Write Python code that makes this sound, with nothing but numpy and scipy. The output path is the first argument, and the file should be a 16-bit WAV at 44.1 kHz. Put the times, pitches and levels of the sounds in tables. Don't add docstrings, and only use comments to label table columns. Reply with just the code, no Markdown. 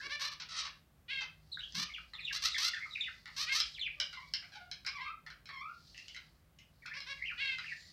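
import sys
import numpy as np
from scipy import signal
from scipy.fft import rfft, irfft
from scipy.io import wavfile
from scipy.ndimage import uniform_filter1d

SR = 44100
rng = np.random.default_rng(int(sys.argv[2]) if len(sys.argv) > 2 else 0)


def unload_audio(sound):
    columns = np.transpose(np.atleast_2d(sound))
    steps = np.round(np.clip(columns, -1, 1) * 32767)
    wavfile.write(sys.argv[1], SR, steps.astype(np.int16))


def voltage_ratio(level):
    return 10 ** (np.asarray(level, float) / 20)


N = 349272
TOP_HZ = 15800


def level(x, rms_db):
    return x * voltage_ratio(rms_db) / np.sqrt(np.mean(x ** 2))


def shape(points, hz):
    point_hz, point_db = np.transpose(points)
    return np.interp(np.log(hz), np.log(point_hz), point_db)


def band(x, hz, width_hz):
    return signal.lfilter(*signal.iirpeak(min(hz, .45 * SR), hz / width_hz, SR), x)


def band_twice(x, hz, width_hz):
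    return band(band(x, hz, width_hz), hz, width_hz)


def walk(rate_hz, size=N):
    hold = max(int(SR / rate_hz), 2)
    steps = np.repeat(rng.standard_normal(size)[:size // hold + 2], hold)
    return 2.175 * uniform_filter1d(uniform_filter1d(steps, hold), hold)[:size]


def bells(rows):
    t = np.arange(N) / SR
    return sum(voltage_ratio(db) * np.exp(-((t - centre_s) / half_width_s) ** 2) for centre_s, half_width_s, db in rows)


def sing(notes, colour, jitter, rough_db, rough_hz, breath_rad, breath_hz, edge_s, count, step_hz=0):
    out = np.zeros(N)
    for note in notes:
        point_s, pitch_hz, db, *control = np.transpose(note)
        i = np.arange(int(point_s[0] * SR), min(int(point_s[-1] * SR), N))
        t = i / SR
        db, *control = (np.interp(t, point_s, c) for c in (db, *control))
        stairs_s = np.sin(2 * np.pi * step_hz * (t - point_s[0])) / (2 * np.pi * max(step_hz, 1))
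        waver, flutter = (walk(rough_hz, size=SR // 2)[:len(i)] for _ in range(2))
        hz = np.interp(t - stairs_s, point_s, pitch_hz)
        cycles = np.cumsum(hz * (1 + jitter * waver)) / SR
        k = np.arange(1, count + 1)[:, None]
        gains = voltage_ratio(colour(k, k * hz, *control)) * (k * hz < TOP_HZ)
        gains = gains / np.sqrt(np.sum(gains ** 2, 0) / 2)
        own = np.array([walk(breath_hz, size=SR // 3)[:len(i)] for _ in k])
        wander = breath_rad * np.sqrt(k) / 2 * own
        spread = 0.11 * k ** 2
        wave = np.sum(gains * np.cos(2 * np.pi * k * cycles + spread + wander), 0)
        edge = np.clip(np.minimum(t - point_s[0], point_s[-1] - t) / edge_s, 0, 1)
        out[i] += wave * voltage_ratio(db + rough_db * flutter) * np.sin(np.pi / 2 * edge) ** 2
    return out


def background():
    # hz, relative_density_db
    spectrum = [(41, -25.5), (70, -5.5), (169, -12.5), (449, -25.5), (551, -23), (739, -25), (993, -29.5),
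                (1110, -25.5), (1220, -26.5), (6090, -39.5), (9360, -40), (15800, -38)]
    # centre_s, half_width_s, level_db
    low_gain = [(1.7, 0.21, -70), (2.35, 0.19, -64), (3.75, 0.2, -66.5), (7.35, 0.095, -70)]
    hz = np.maximum(np.fft.rfftfreq(N, 1 / SR), 1)
    noise = level(irfft(rfft(rng.standard_normal(N)) * voltage_ratio(shape(spectrum, hz)), N), -68.5)
    low = level(band_twice(rng.standard_normal(N), 54.5, 18), 0)
    low = low * (voltage_ratio(-71.5) + bells(low_gain))
    hum = level(band(rng.standard_normal(N), 153, 5.6), -72.5) * voltage_ratio(0.33 * walk(6))
    return noise + low + hum


def treble_haze():
    # centre_s, half_width_s, level_db
    rows = [(0.0, .2, -60), (1.8, 0.27, -63.5), (2.56, 0.2, -49), (3.0, 0.22, -62), (3.55, 0.16, -48.5),
            (4.3, 0.36, -67), (6.0, .25, -62), (7.1, 0.26, -66), (7.8, .4, -60)]
    grains = rng.standard_normal(N) * voltage_ratio(0.91 * walk(170))
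    return level(band_twice(grains, 4500, 1700), 0) * bells(rows)


def whistles():
    # start_s, length_s, first_hz, last_hz, start_level_db
    rows = [(0.0, .045, 1665, 1586, -47), (1.516, 0.047, 4210, 3640, -50), (1.572, .04, 1580, 2690, -51),
            (1.585, 0.038, 3930, 3620, -53), (1.605, 0.052, 2890, 3400, -50),
            (1.861, 0.022, 3240, 2370, -49.5), (1.893, 0.028, 2310, 2200, -51),
            (1.937, 0.056, 3460, 1240, -47.5), (2.136, 0.035, 3930, 3600, -49.5),
            (2.174, 0.043, 3000, 1700, -48), (2.198, 0.049, 4260, 3270, -54),
            (2.244, .08, 3880, 1480, -44.5), (2.517, 0.068, 3960, 3120, -41),
            (2.544, 0.033, 2105, 1790, -40.5), (2.567, 0.032, 2170, 2270, -45.5),
            (2.733, 0.024, 1923, 1550, -41.5), (2.744, 0.044, 3280, 1730, -49.5),
            (2.766, 0.036, 1890, 1287, -50), (2.804, 0.045, 2060, 2130, -45),
            (2.85, 0.027, 1414, 1203, -50.5), (2.909, .035, 3920, 3610, -50.5),
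            (2.95, .035, 2720, 1687, -49.5), (3, 0.015, 2490, 2060, -43), (3.008, 0.034, 3643, 3430, -39),
            (3.036, .058, 3020, 1437, -41.5), (3.714, 0.012, 4030, 4230, -62),
            (3.739, .05, 4060, 1920, -50), (3.793, .09, 3985, 1990, -44), (6.821, 0.04, 2300, 1410, -56),
            (6.876, 0.057, 1348, 1905, -58.5), (6.918, 0.025, 1936, 2616, -49),
            (6.944, 0.031, 2440, 1750, -48.5), (7.17, 0.044, 2277, 1885, -56),
            (7.214, 0.035, 1865, 2555, -48.5), (7.243, 0.038, 2494, 3066, -45.5),
            (7.271, 0.036, 3100, 2010, -43.5), (7.289, 0.042, 2160, 1350, -48),
            (7.605, 0.044, 2860, 1780, -49.5), (7.657, 0.061, 3110, 1864, -47),
            (7.714, 0.027, 1840, 1826, -44), (7.777, 0.123, 1845, 1980, -70.5)]
    # time_s, pitch_hz, level_db
    thin = [
        [(7.76, 7050, -76), (7.82, 7230, -72), (7.91, 7150, -78)],
    ]
    overtone_db = [0, -28]
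    fade_db = -5.5
    notes = [[(s, first_hz, db), (s + length_s, last_hz, db + fade_db)]
             for s, length_s, first_hz, last_hz, db in rows]

    def colour(k, hz):
        return np.array(overtone_db)[:, None] + 0 * hz
    song = sing(notes, colour, jitter=.015, rough_db=3.5, rough_hz=200, breath_rad=.9, breath_hz=600,
                edge_s=.002, count=2, step_hz=55)
    return song + sing(thin, colour, jitter=0.0023, rough_db=0.5, rough_hz=60, breath_rad=.28, breath_hz=99,
                       edge_s=.01, count=2)


def nasal(rows, throat, rule):
    low_s, top_s, sag_hz_per_s, fade_db_per_s, lift_db = rule
    scoop_ratio, scoop_db = .88, -14.5
    notes = []
    for s, length_s, top_hz, db, beak_hz in rows:
        low_hz, after_s = scoop_ratio * top_hz, length_s - top_s
        notes.append([(s, low_hz, db + scoop_db, beak_hz),
                      (s + low_s, low_hz, db + scoop_db / 2, beak_hz),
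                      (s + top_s, top_hz, db, beak_hz),
                      (s + length_s, top_hz - sag_hz_per_s * after_s, db - fade_db_per_s * after_s, beak_hz)])

    def colour(k, hz, beak_hz):
        return shape(throat, hz) + lift_db * np.exp(-((hz - beak_hz) / 700) ** 2)
    return sing(notes, colour, jitter=0.0015, rough_db=1.25, rough_hz=207.5, breath_rad=.28, breath_hz=287.0,
                edge_s=0.0046, count=20)


def bright_calls():
    # start_s, length_s, top_hz, level_at_top_db, beak_hz
    rows = [(.01, 0.063, 569, -44, 4600), (.093, 0.0703, 592.4, -39.5, 4080),
            (6.935, 0.061, 561.7, -47, 4750), (7.06, 0.076, 558.7, -43.5, 3900)]
    # hz, relative_db
    throat = [(300, -23), (550, -16.5), (1650, 4.5), (2300, 4.5), (3000, -1), (4500, -7.5), (5600, -3),
              (6900, -27), (14000, -36)]
    # low_until_s, top_reached_s, sag_hz_per_s, fade_db_per_s (negative grows), beak_lift_db
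    rule = (.004, 0.0372, 274, -19, 8)
    return nasal(rows, throat, rule)


def bumps():
    # start_s, length_s, mode_hz, level_before_swell_db
    rows = [(0.037, 0.065, 354, -55.5), (1.7, 0.19, 169, -52)]
    out = np.zeros(N)
    for s, length_s, hz, db in rows:
        i = np.arange(int(s * SR), int((s + length_s) * SR))
        mode = level(band_twice(rng.standard_normal(SR // 4), hz, hz / 2), db)
        out[i] += np.hanning(len(i)) * mode[-len(i):]
    return out


def squawks(rows, breath_rad, count):
    # hz, relative_db
    throat = [(450, -15.5), (800, -17), (1150, 1.5), (2500, -7.5), (3500, -8.5), (4100, -6), (6000, -13),
              (6800, -31), (8000, -30), (9500, -38.5), (13600, -36.5), (15800, -52)]
    effort_share, pitch_share, start_db, end_db = .6, .8, -5, -3.5
    notes = [[(s, first_hz, db + start_db, tilt),
              (s + effort_share * length_s, first_hz + pitch_share * (last_hz - first_hz), db, tilt),
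              (s + length_s, last_hz, db + end_db, tilt)]
             for s, length_s, first_hz, last_hz, db, tilt in rows]

    def colour(k, hz, tilt_db_per_octave):
        tilt_db = tilt_db_per_octave * np.log2(np.minimum(hz, 6500) / 4500)
        beak_db = 2.17 * np.exp(-((hz - 4200) / 350) ** 2)
        return shape(throat, hz) + tilt_db + beak_db
    return sing(notes, colour, jitter=0.0064, rough_db=1.83, rough_hz=255, breath_rad=breath_rad, breath_hz=446,
                edge_s=0.0045, count=count)


def harsh_squawks():
    # start_s, length_s, last_hz, peak_level_db, tilt_db_per_octave
    rows = [(0.193, 0.096, 601.6, -39.5, 5), (0.314, 0.028, 600, -45, 5), (1.744, 0.1, 609.7, -38.5, 7.5),
            (2.323, 0.06, 704, -38.5, 9), (2.42, .07, 726.6, -34, 8.5), (2.578, 0.12, 720, -33.5, 9),
            (3.362, 0.094, 642.5, -37, 8), (3.522, 0.092, 691.7, -33.5, 8.5)]
    first_hz = 516
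    return squawks([(s, length_s, first_hz, *rest) for s, length_s, *rest in rows], breath_rad=.55, count=30)


def hoarse_calls():
    # start_s, length_s, first_hz, peak_level_db, tilt_db_per_octave
    rows = [(0.397, 0.044, 519, -46.5, 6), (0.486, 0.12, 678, -47, 6), (0.563, 0.059, 684, -38.5, 9),
            (0.609, 0.08, 598.7, -45, 4.5), (1.203, 0.045, 517, -47.5, 3), (4.518, 0.0604, 830, -53.5, 0.5)]
    sag_ratio = .91
    return squawks([(s, length_s, hz, sag_ratio * hz, *rest) for s, length_s, hz, *rest in rows],
                   breath_rad=.9, count=15)


def mellow_calls():
    # start_s, length_s, top_hz, level_at_top_db, beak_hz
    rows = [(1.08, .16, 550.7, -39, 2900), (3.465, 0.07, 541, -36, 2220), (4.98, 0.13, 546, -49.5, 2000),
            (7.375, 0.18, 555.2, -36.5, 2780)]
    # hz, relative_db
    throat = [(450, -34), (1150, -21), (1600, -2.5), (2200, 1.5), (2800, -1), (4400, -4), (5000, -14),
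              (6600, -31), (14000, -46.5)]
    # low_until_s, top_reached_s, sag_hz_per_s, fade_db_per_s, beak_lift_db
    rule = (0.0149, 0.0361, 280, 23.5, 6)
    return nasal(rows, throat, rule)


def ticks():
    # start_s, peak_db, low_modes_db, rattle_t60_s, pitch_ratio
    rows = [(1.7228, -40.5, -22, 0.011, 1.13), (2.1345, -39, -6, 0.026, 0.77),
            (3.257, -36.5, -9.5, 0.02, 0.84), (3.2786, -38.5, -3, 0.012, 0.8),
            (3.6012, -18, -19, 0.01, 0.97), (4.0003, -20.5, -19, 0.025, 0.95),
            (4.1285, -38, -12, 0.092, 0.88), (4.337, -19.5, -18.5, 0.018, 0.95),
            (4.4243, -45.5, 14, 0.036, 0.9), (4.714, -30.5, -12.5, 0.018, 0.97),
            (4.8482, -39, -7, 0.024, 0.88), (4.8637, -27.5, -14, 0.091, 0.95),
            (5.2641, -40, -6.5, 0.075, 0.8), (5.3028, -40.5, -7, 0.028, 0.94),
            (5.4561, -44.5, -13, 0.084, 0.96), (5.4897, -37, -6.5, 0.049, 0.75),
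            (5.9456, -45, 2, 0.03, 1.15), (5.9777, -37, -6, 0.011, 1.15), (6.013, -54, 2, 0.018, 1.12),
            (6.0818, -38, -6.5, 0.02, 1.26), (6.1459, -39, -5, 0.022, 1.18),
            (6.1638, -38.5, -11, 0.034, 0.91), (6.5867, -48, -8.5, 0.089, 1.22),
            (6.8597, -36.5, -8.5, 0.036, 0.97), (7.0035, -34, -11.5, 0.025, 0.95),
            (7.5844, -29.5, -8, 0.019, 0.9)]
    # hz, width_hz (each of two passes), relative_db
    modes = [(1742, 405, 8.5), (2390, 590, 12), (3195, 810, -4), (4274, 870, -1.5), (5280, 640, -1),
             (6540, 1600, -33.5), (9900, 930, -48.5)]
    out, t = np.zeros(N), np.arange(SR // 8) / SR
    for s, peak_db, low_db, rattle_s, pitch_ratio in rows:
        i = int(s * SR)
        rattle = voltage_ratio(0.5) * np.exp(-np.log(1000) * t / rattle_s)
        blow = rng.standard_normal(len(t)) * (np.exp(-t / 0.0013) + rattle)
        ring = sum(voltage_ratio(mode_db + low_db * (hz < 3e3)) * band_twice(blow, pitch_ratio * hz, width_hz)
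                   for hz, width_hz, mode_db in modes)
        out[i:i + len(t)] += voltage_ratio(peak_db) * ring / np.max(np.abs(ring))
    return out


def whines():
    # time_s, pitch_hz, level_db
    notes = [
        [(3.96, 590, -85), (4.0, 581, -66), (4.034, 567, -70), (4.09, 574, -85)],
        [(4.17, 1050, -50), (4.218, 1013, -54), (4.232, 1122, -53), (4.33, 1124, -79)],
        [(4.425, 700, -73), (4.5, 703, -82), (4.565, 842, -66), (4.6, 694, -64.5), (4.71, 752, -75)],
        [(4.87, 1104, -43), (4.95, 1154, -52), (4.99, 998, -51.5), (5.02, 1090, -50.5), (5.1, 1267, -51.5),
         (5.18, 1190, -76)],
        [(5.49, 1170, -62), (5.516, 1104, -52.5), (5.596, 1067, -53), (5.62, 1167, -54.5), (5.716, 1379, -48.5),
         (5.78, 1360, -96)],
    ]
    overtone_db = [3.5, 5.5, -4.5, -6.5, -8, -28.5, -30]
    pure_above_hz, purer_db_per_hz = 1130, 0.13

    def colour(k, hz):
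        excess_hz = np.maximum(hz[0] - pure_above_hz, 0)
        return np.array(overtone_db)[:, None] - purer_db_per_hz * excess_hz * (k - 1)
    return sing(notes, colour, jitter=0.012, rough_db=3.0, rough_hz=67.8, breath_rad=.7, breath_hz=204.0,
                edge_s=0.0038, count=7)


def room(x):
    # band_hz, t60_s
    decays = [(700, 0.26), (2500, 0.31), (5000, 0.18)]
    t = np.arange(SR // 2) / SR
    tail = sum(band(rng.standard_normal(len(t)), hz, 0.8 * hz) / np.sqrt(hz) * np.exp(-np.log(1000) * t / t60_s)
               for hz, t60_s in decays)
    tail = tail * np.clip((t - .002) / 0.0039, 0, 1)
    tail = signal.sosfilt(signal.butter(N=2, Wn=6200, fs=SR, output="sos"), tail)
    return signal.fftconvolve(x, tail / np.sqrt(np.sum(tail ** 2)))[:N]


def scene():
    song, calls = whistles(), bright_calls() + mellow_calls()
    harsh, hoarse = harsh_squawks(), hoarse_calls()
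    taps, young = ticks(), whines()
    wet = voltage_ratio(-7.0) * song + voltage_ratio(-9.0) * calls + voltage_ratio(-7.5) * harsh
    wet = wet + voltage_ratio(-5.0) * hoarse + voltage_ratio(-1.0) * taps + voltage_ratio(-6.5) * young
    direct = song + calls + harsh + hoarse + taps + young
    return (direct + room(wet) + background() + treble_haze() + bumps())[None]


def band_limit(x):
    return signal.sosfilt(signal.butter(12, 15920, fs=SR, output="sos"), x)


def record(dry):
    low_pass = signal.ellip(8, .2, 70, TOP_HZ, fs=SR, output="sos")
    return band_limit(signal.sosfilt(low_pass, dry))


dry = scene()
out = record(dry)
unload_audio(out)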